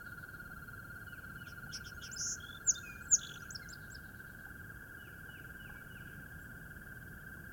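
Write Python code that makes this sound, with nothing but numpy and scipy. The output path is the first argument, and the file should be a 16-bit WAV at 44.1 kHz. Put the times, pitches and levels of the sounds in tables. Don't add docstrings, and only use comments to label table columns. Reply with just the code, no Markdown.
import sys
import numpy as np
from scipy import signal
from scipy.fft import rfft, irfft
from scipy.io import wavfile
from scipy.ndimage import uniform_filter1d

SR = 44100
rng = np.random.default_rng(int(sys.argv[2]) if len(sys.argv) > 2 else 0)


def unload_audio(sound):
    columns = np.transpose(np.atleast_2d(sound))
    steps = np.round(np.clip(columns, -1, 1) * 32767)
    wavfile.write(sys.argv[1], SR, steps.astype(np.int16))


N = 331632
TIME = np.arange(N) / SR
ALONG = np.linspace(0, 1, 48)

# (frequency [Hz], relative density [dB])
RUMBLE_SPECTRUM = [(20, -7.5), (35, -2.5), (65, -0.5), (105, -0.5), (155, -1), (210, -6.5), (290, -16)]
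FAR_NOISE_SPECTRUM = [(220, 2), (320, 0.5), (450, -3), (600, -7.5), (780, -8.5), (950, -19), (1150, -26)]
HISS_SPECTRUM = [(1100, 6), (1500, 9.5), (2000, -9), (3000, -7), (4000, -16), (5500, -9.5), (8000, -6.5),
                 (11000, -3), (14000, 0), (16500, -1)]
WHIRR_SPECTRUM = [(1300, -27), (1380, -8.5), (1440, -5.5), (1495, -7.5), (1555, -2.5), (1630, -4),
                  (1700, -22.5), (1780, -39.5)]
# (time [s], level [dB])
RUMBLE_LEVELS = [(0, -55), (1, -53), (2.5, -55), (4, -54.5), (5, -56), (6.2, -52.5), (7.5, -54.5)]
# (time [s], pitch [Hz], level before the attack boost [dB])
BUBBLES = [(.5, 740, -66), (1.67, 780, -64.5), (4.465, 795, -62.5), (5.29, 830, -67), (5.694, 1082, -63),
           (5.697, 810, -62), (5.75, 1010, -65), (7.37, 1070, -68)]

# (time [s], level [dB])
SLUR_CALLS = [(1.077, -70), (1.383, -68), (1.696, -68.5), (2.0, -67), (4.994, -69.5), (5.295, -66.5),
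              (5.599, -66.5), (5.906, -67.5)]
# (time offset [s], pitch [Hz], level offset [dB])
SLUR_SHAPE = [(-.02, 3097, -17), (.005, 2934, 3.5), (.048, 2908, 1.5), (.068, 2650, 3.5),
              (.095, 2184, -2.5)]
# (time [s], length [s], start pitch [Hz], middle pitch [Hz], end pitch [Hz], level [dB], overtone [dB])
TREE_NOTES = [(3.616, 0.036, 2150, 2100, 1950, -59.5, -2), (5.742, 0.077, 2280, 2300, 2240, -67, -24),
              (6.38, .11, 7300, 7650, 8900, -71, -24)]
# (time [s], count, spacing [s], pitch [Hz], level [dB], fade [dB/rasp])
FAR_RASPS = [(.08, 3, .13, 4190, -72.5, 2), (3.439, 1, .1, 2840, -68.5, 0),
             (3.721, 7, .114, 4170, -69, 1.6), (6.08, 3, 0.057, 2650, -70.5, 4)]

# (start [s], end [s], rate [pulses/s], slowing [pulses/s^2])
TOAD_TRILLS = [(.016, 3.62, 17.98, .21), (3.678, 8.2, 19.34, .152), (.046, 8.2, 20.33, .076),
               (2.246, 8.2, 20.76, .288), (.006, 8.2, 17.0, .174), (4.44, 8.2, 19.03, .7)]
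# (pitch [Hz], glide [Hz/s], level [dB], swell [dB/s], pulse length [s],
# fall within a pulse [Hz], 2nd harmonic [dB], 3rd harmonic [dB], echo [dB])
TOAD_VOICES = [(1420.5, -4, -47, -.5, .029, 38, -30, -24.5, -9.5),
               (1429, 4, -54, -0.2, 0.024, 60, -25, -35, -7),
               (1535, 3.5, -55.5, -0.1, .032, 49.5, -42.5, -33.5, -2),
               (1654, 2.5, -58.5, .5, 0.019, 70, -41.5, -41.5, -6),
               (1613, 0.67, -57.5, 0.04, .031, 45, -20.5, -28, -7),
               (1563, 4.5, -57, .1, 0.024, 55, -37, -28, -15)]

# (time [s], low voice [dB], high voice [dB])
CHIP_CALLS = [(1.458, -62.5, -56.5), (1.713, -56.5, -38.5), (1.84, -56.5, -49), (2.014, -52, -45.5)]
# (time offset [s], pitch [Hz], level offset [dB])
CHIP_LOW_SHAPE = [(0, 3314, -9), (.013, 3263, 0.5), (.04, 3130, -5.5), (.07, 2880, -13)]
CHIP_HIGH_SHAPE = [(.012, 5660, -23), (.021, 5330, -9.5), (.033, 5490, -3.5), (.046, 5420, -5.5),
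                   (.06, 5350, -8), (.07, 5510, -22.5)]
# (time [s], length [s], top pitch [Hz], level [dB])
DIVE_NOTES = [(2.644, 0.076, 7700, -24), (3.082, 0.083, 7720, -21.5)]
# (time [s], rise length [s], top pitch [Hz], snap [dB],
# crest [dB], fall time [s], fall pitch [Hz], fall depth [Hz], fall level [dB])
HOOK_NOTES = [(2.114, 0.036, 7580, -48.5, -44, 2.159, 5270, 595, -43),
              (3.504, 0.036, 8110, -42, -52, 3.546, 5760, 1710, -39.5),
              (3.687, 0.031, 7670, -49.5, -50.5, 3.724, 5380, 1680, -48.5),
              (3.901, 0.039, 7970, -61, -54, 3.942, 5560, 1600, -50)]
# (time [s], length [s], start pitch [Hz], middle pitch [Hz], end pitch [Hz], level [dB])
LINK_NOTES = [(1.937, 0.062, 6380, 6550, 6850, -67), (2.741, 0.011, 4520, 4960, 5170, -47),
              (2.75, .044, 3520, 3650, 3490, -44), (2.778, .011, 4530, 4170, 3860, -52),
              (2.83, 0.22, 2600, 2419, 2523, -50.5), (3.015, .052, 7130, 7950, 7400, -63.5),
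              (3.053, .012, 7600, 7200, 6400, -58.5), (3.201, .18, 3420, 3410, 3385, -52.5),
              (3.336, 0.023, 5730, 6170, 5600, -56), (3.398, 0.018, 4700, 5000, 5300, -62),
              (3.418, 0.022, 5500, 5980, 5500, -57.5)]
# (time [s], top pitch [Hz], level [dB])
FLICK_NOTES = [(3.195, 4370, -51), (3.218, 3800, -49), (3.236, 3890, -44), (3.252, 3790, -46),
               (3.272, 4310, -48), (3.296, 3750, -47), (3.319, 3520, -50), (3.344, 3780, -51),
               (3.361, 3450, -51), (3.378, 3900, -58)]


def from_db(db):
    return 10 ** (np.asarray(db) / 20)


def unit_rms(x):
    return x / np.sqrt(np.mean(x ** 2) + 1e-20)


def drift(rate):
    knots = rng.standard_normal(8192)
    return np.interp(TIME * rate, np.arange(len(knots)), knots)


def noise_bed(spectrum):
    hz, db = np.transpose(spectrum)
    f = np.maximum(np.fft.rfftfreq(N, 1 / SR), 1)
    colour = from_db(np.interp(np.log(f), np.log(hz), db))
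    roll_off = 1 / np.sqrt((1 + (f / hz[-1] / 1.1) ** 24) * (1 + (hz[0] / f) ** 6))
    return unit_rms(irfft(rfft(rng.standard_normal(N)) * colour * roll_off, N))


def banks(dry, echo_db, near_t60, far_t60, far_db):
    t = TIME[:SR]
    decay = from_db(-60 * t / near_t60) + from_db(far_db - 60 * t / far_t60)
    echo = rng.standard_normal(len(t)) * decay * np.minimum(t / .0037, 1)
    return dry + from_db(echo_db) * signal.fftconvolve(dry, echo / np.linalg.norm(echo))[:N]


def rumble():
    return from_db(np.interp(TIME, *np.transpose(RUMBLE_LEVELS))) * noise_bed(RUMBLE_SPECTRUM)


def air(far_db=-63.5, hiss_db=-63):
    return from_db(far_db) * noise_bed(FAR_NOISE_SPECTRUM) + from_db(hiss_db) * noise_bed(HISS_SPECTRUM)


def far_toads(level_db=-62.5):
    return from_db(level_db) * noise_bed(WHIRR_SPECTRUM)


def plops(t60=.044, attack_boost_db=13):
    out, t = np.zeros(N), TIME[:SR // 8]
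    for s, hz, db in BUBBLES:
        envelope = from_db(db + attack_boost_db - 60 * t / t60) * np.minimum(t / .0008, 1)
        ring = envelope * np.sin(2 * np.pi * hz * t * (1 + .54 * t))
        start = int(s * SR)
        out[start:start + len(t)] += ring[:N - start]
    return banks(out, echo_db=-14.5, near_t60=.11, far_t60=.74, far_db=-20)


def sing(out, contour, flutter_hz=0, swing_hz=0, throb=0, rasp_hz=0, overtone_db=-24, damping_db=14):
    s, hz, db = np.transpose(contour)
    s = np.sort(s)
    span = slice(int(s[0] * SR), int(s[-1] * SR))
    t = TIME[span]
    wander = np.interp(t, np.linspace(s[0], s[-1], 24), rng.standard_normal(24))
    tremble = unit_rms(uniform_filter1d(rng.standard_normal(SR // 2), size=24))[:len(t)]
    flutter = 2 * np.pi * np.cumsum(flutter_hz * (1 + .0393 * wander)) / SR
    swing = np.sin(flutter) + np.sin(2 * flutter) / 2
    pitch = np.interp(t, s, hz) * (1 + .0052 * wander) + swing_hz * swing + rasp_hz * tremble
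    phase = 2 * np.pi * np.cumsum(pitch) / SR
    fades = np.clip(np.minimum(t - s[0], s[-1] - t) / .002, 0, 1)
    level = np.sqrt(2) * from_db(np.interp(t, s, db)) * fades * (1 - throb * np.cos(flutter))
    overtone = from_db(overtone_db - damping_db * np.maximum(pitch / 1000 - 5, 0))
    out[span] += level * (np.sin(phase) + overtone * np.sin(2 * phase))


def placed(shape, s, db):
    return np.array(shape) + [s, 0, db]


def soft_note(s, length_s, start_hz, middle_hz, end_hz, db, attack_share=.2):
    pitch = np.polyval(np.polyfit([0, .5, 1], [start_hz, middle_hz, end_hz], 2), ALONG)
    loss_db = np.interp(ALONG, [0, attack_share, 1], [14, 0, 9 + 50 * length_s])
    return np.c_[s + length_s * ALONG, pitch, db - loss_db]


def far_slurs(slap_s=.055, slap_db=-10):
    out = np.zeros(N)
    for s, db in SLUR_CALLS:
        sing(out, placed(SLUR_SHAPE, s, db), rasp_hz=25.1, overtone_db=-43)
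        sing(out, placed(SLUR_SHAPE, s + slap_s, db + slap_db), rasp_hz=25.1, overtone_db=-40.5)
    return banks(out, echo_db=-4, near_t60=.43, far_t60=2.2, far_db=-5.5)


def far_notes_and_rasps():
    out = np.zeros(N)
    for *note, overtone_db in TREE_NOTES:
        sing(out, soft_note(*note, attack_share=.43), rasp_hz=40, overtone_db=overtone_db)
    for first_s, count, gap_s, hz, first_db, fade_db in FAR_RASPS:
        for k in range(count):
            s, db = first_s + k * gap_s, first_db - k * fade_db
            contour = [(s - .035, hz + 200, db - 6), (s, hz, db), (s + .04, hz - 200, db - 4.5)]
            sing(out, contour, flutter_hz=208.7, swing_hz=400, throb=.089, rasp_hz=120)
    return banks(out, echo_db=-7, near_t60=.32, far_t60=1, far_db=-5)


def pulse_times(start_s, end_s, rate, slowing, drag_s=.026, drag_pulses=3.7):
    length_s = end_s - start_s
    pulse = np.arange(int(rate * length_s - slowing * length_s ** 2 / 2) + 1)
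    elapsed = (rate - np.sqrt(rate ** 2 - 2 * slowing * pulse)) / slowing
    return start_s + elapsed + drag_s * np.exp((pulse - pulse[-1]) / drag_pulses)


def toad(beats, hz, glide, db, swell, pulse_s, fall_hz, second_db, third_db, arch_hz=65, tilt_db=4):
    age = TIME - beats[0]
    nearest = np.searchsorted((beats[1:] + beats[:-1]) / 2, TIME)
    place = np.clip((TIME - beats[nearest]) / pulse_s, -.5, .5)
    push = np.cos(np.pi * place)
    waver_hz = 9 * drift(20) + 14 * drift(240)
    pitch = hz + glide * age + arch_hz * (push - .85) - fall_hz * place + waver_hz
    phase = 2 * np.pi * np.cumsum(pitch) / SR
    grain_db = .68 * drift(18) + 1.07 * drift(200)
    envelope = push * from_db(db + swell * age - tilt_db * place + grain_db)
    tone = np.sin(phase) + from_db(second_db) * np.sin(2 * phase) + from_db(third_db) * np.sin(3 * phase)
    return np.sqrt(2) * envelope * tone


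def toad_chorus():
    out = np.zeros(N)
    for trill, (*voice, echo_db) in zip(TOAD_TRILLS, TOAD_VOICES):
        call = toad(pulse_times(*trill), *voice)
        out += banks(call, echo_db, near_t60=.29, far_t60=.907, far_db=-8.5)
    return out


def chips(coupling_db=-19):
    low, high = np.zeros((2, N))
    for s, low_db, high_db in CHIP_CALLS:
        sing(low, placed(CHIP_LOW_SHAPE, s, low_db),
             flutter_hz=278, swing_hz=207, throb=.4, rasp_hz=133, overtone_db=-8.5)
        sing(high, placed(CHIP_HIGH_SHAPE, s, high_db),
             flutter_hz=287, swing_hz=310, throb=.36, rasp_hz=220, overtone_db=-16)
    modulator = low / np.sqrt(uniform_filter1d(low ** 2, size=128) + 1e-10)
    return low + high * (1 + from_db(coupling_db) * modulator)


def band(x, low_hz, high_hz):
    return signal.sosfilt(signal.butter(4, [low_hz, high_hz], "band", fs=SR, output="sos"), x)


def buzz(start_s=2.178, length_s=.18, climb_s=.098, attack_s=.023, release_s=.03, source_db=-38.5):
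    source, t = np.zeros(N), length_s * ALONG
    pitch = np.interp(t, [0, climb_s], [5750, 6365])
    level_db = source_db + np.interp(t, [0, attack_s, length_s - release_s, length_s], [-11, 0, 0, -11])
    sing(source, np.c_[start_s + t, pitch, level_db],
         flutter_hz=175, swing_hz=662.5, throb=.23, rasp_hz=170, overtone_db=-12)
    return band(source, 4950, 7300) + band(source, 10000, 11400)


def pips(count=9, start_s=2.4075, gap_s=.0207, start_hz=3253, step_hz=33.2, level_db=-52):
    out = np.zeros(N)
    for k in range(count):
        s = start_s + k * gap_s
        hz = start_hz + k * step_hz + 35 * rng.standard_normal()
        db = level_db + rng.standard_normal()
        sing(out, [(s - .008, hz + 140, db - 11), (s - .003, hz, db),
                   (s + .00209, hz - 40, db), (s + .01, hz + 80, db - 14.5)])
    return out


def sweep(top_hz, drop_hz, bend, glide_share=.3):
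    return top_hz - drop_hz * (glide_share * ALONG + (1 - glide_share) * np.exp((ALONG - 1) / bend))


def falling_note(s, length_s, top_hz, drop_hz, db, bend, steepness, lateness, edge_db=-38):
    swell = np.abs(np.sin(np.pi * ALONG ** lateness)) ** steepness + from_db(edge_db)
    return np.c_[s + length_s * ALONG, sweep(top_hz, drop_hz, bend), db + 20 * np.log10(swell)]


def rising_note(s, length_s, top_hz, snap_db, crest_db, rise_hz=3120):
    snap = from_db(snap_db) * np.exp(-((ALONG - .11) / .12) ** 2)
    crest = from_db(crest_db) * np.exp(-((ALONG - .65) / .31) ** 2)
    pitch = sweep(top_hz, rise_hz, bend=.1)[::-1]
    return np.c_[s + length_s * ALONG, pitch, 20 * np.log10(snap + crest + 1e-6)]


def whistles(dive_drop_hz=3520, hook_fall_s=.02):
    out = np.zeros(N)
    for s, length_s, hz, db in DIVE_NOTES:
        dive = falling_note(s, length_s, hz, dive_drop_hz, db, bend=.15, steepness=2.5, lateness=1.91)
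        sing(out, dive, overtone_db=-23, damping_db=13)
    for *rise, s, hz, depth_hz, db in HOOK_NOTES:
        sing(out, rising_note(*rise), overtone_db=-21)
        fall = falling_note(s, hook_fall_s, hz, depth_hz, db, bend=.2, steepness=.78, lateness=1.45)
        sing(out, fall, overtone_db=-21)
    for note in LINK_NOTES:
        sing(out, soft_note(*note), rasp_hz=25, overtone_db=-20.5)
    return out


def flicks():
    out = np.zeros(N)
    for s, hz, db in FLICK_NOTES:
        contour = [(s - .007, hz * .7, db - 12), (s - .002, hz * .9, db), (s, hz, db - 2),
                   (s + .002, hz * .85, db - 2), (s + .005, hz * .66, db - 11)]
        sing(out, contour, rasp_hz=120, overtone_db=-16)
    return out


def sparrow():
    song = chips() + buzz() + pips() + whistles() + flicks()
    return banks(song, echo_db=-14, near_t60=.11, far_t60=.92, far_db=-20)


def scene():
    toads = toad_chorus() + far_toads()
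    background = rumble() + air()
    return (toads + background + sparrow() + far_slurs() + far_notes_and_rasps() + plops())[None]


def record(dry, cutoff_hz=16700):
    return signal.sosfilt(signal.ellip(12, .1, 70, cutoff_hz, fs=SR, output="sos"), dry)


dry = scene()
out = record(dry)
unload_audio(out)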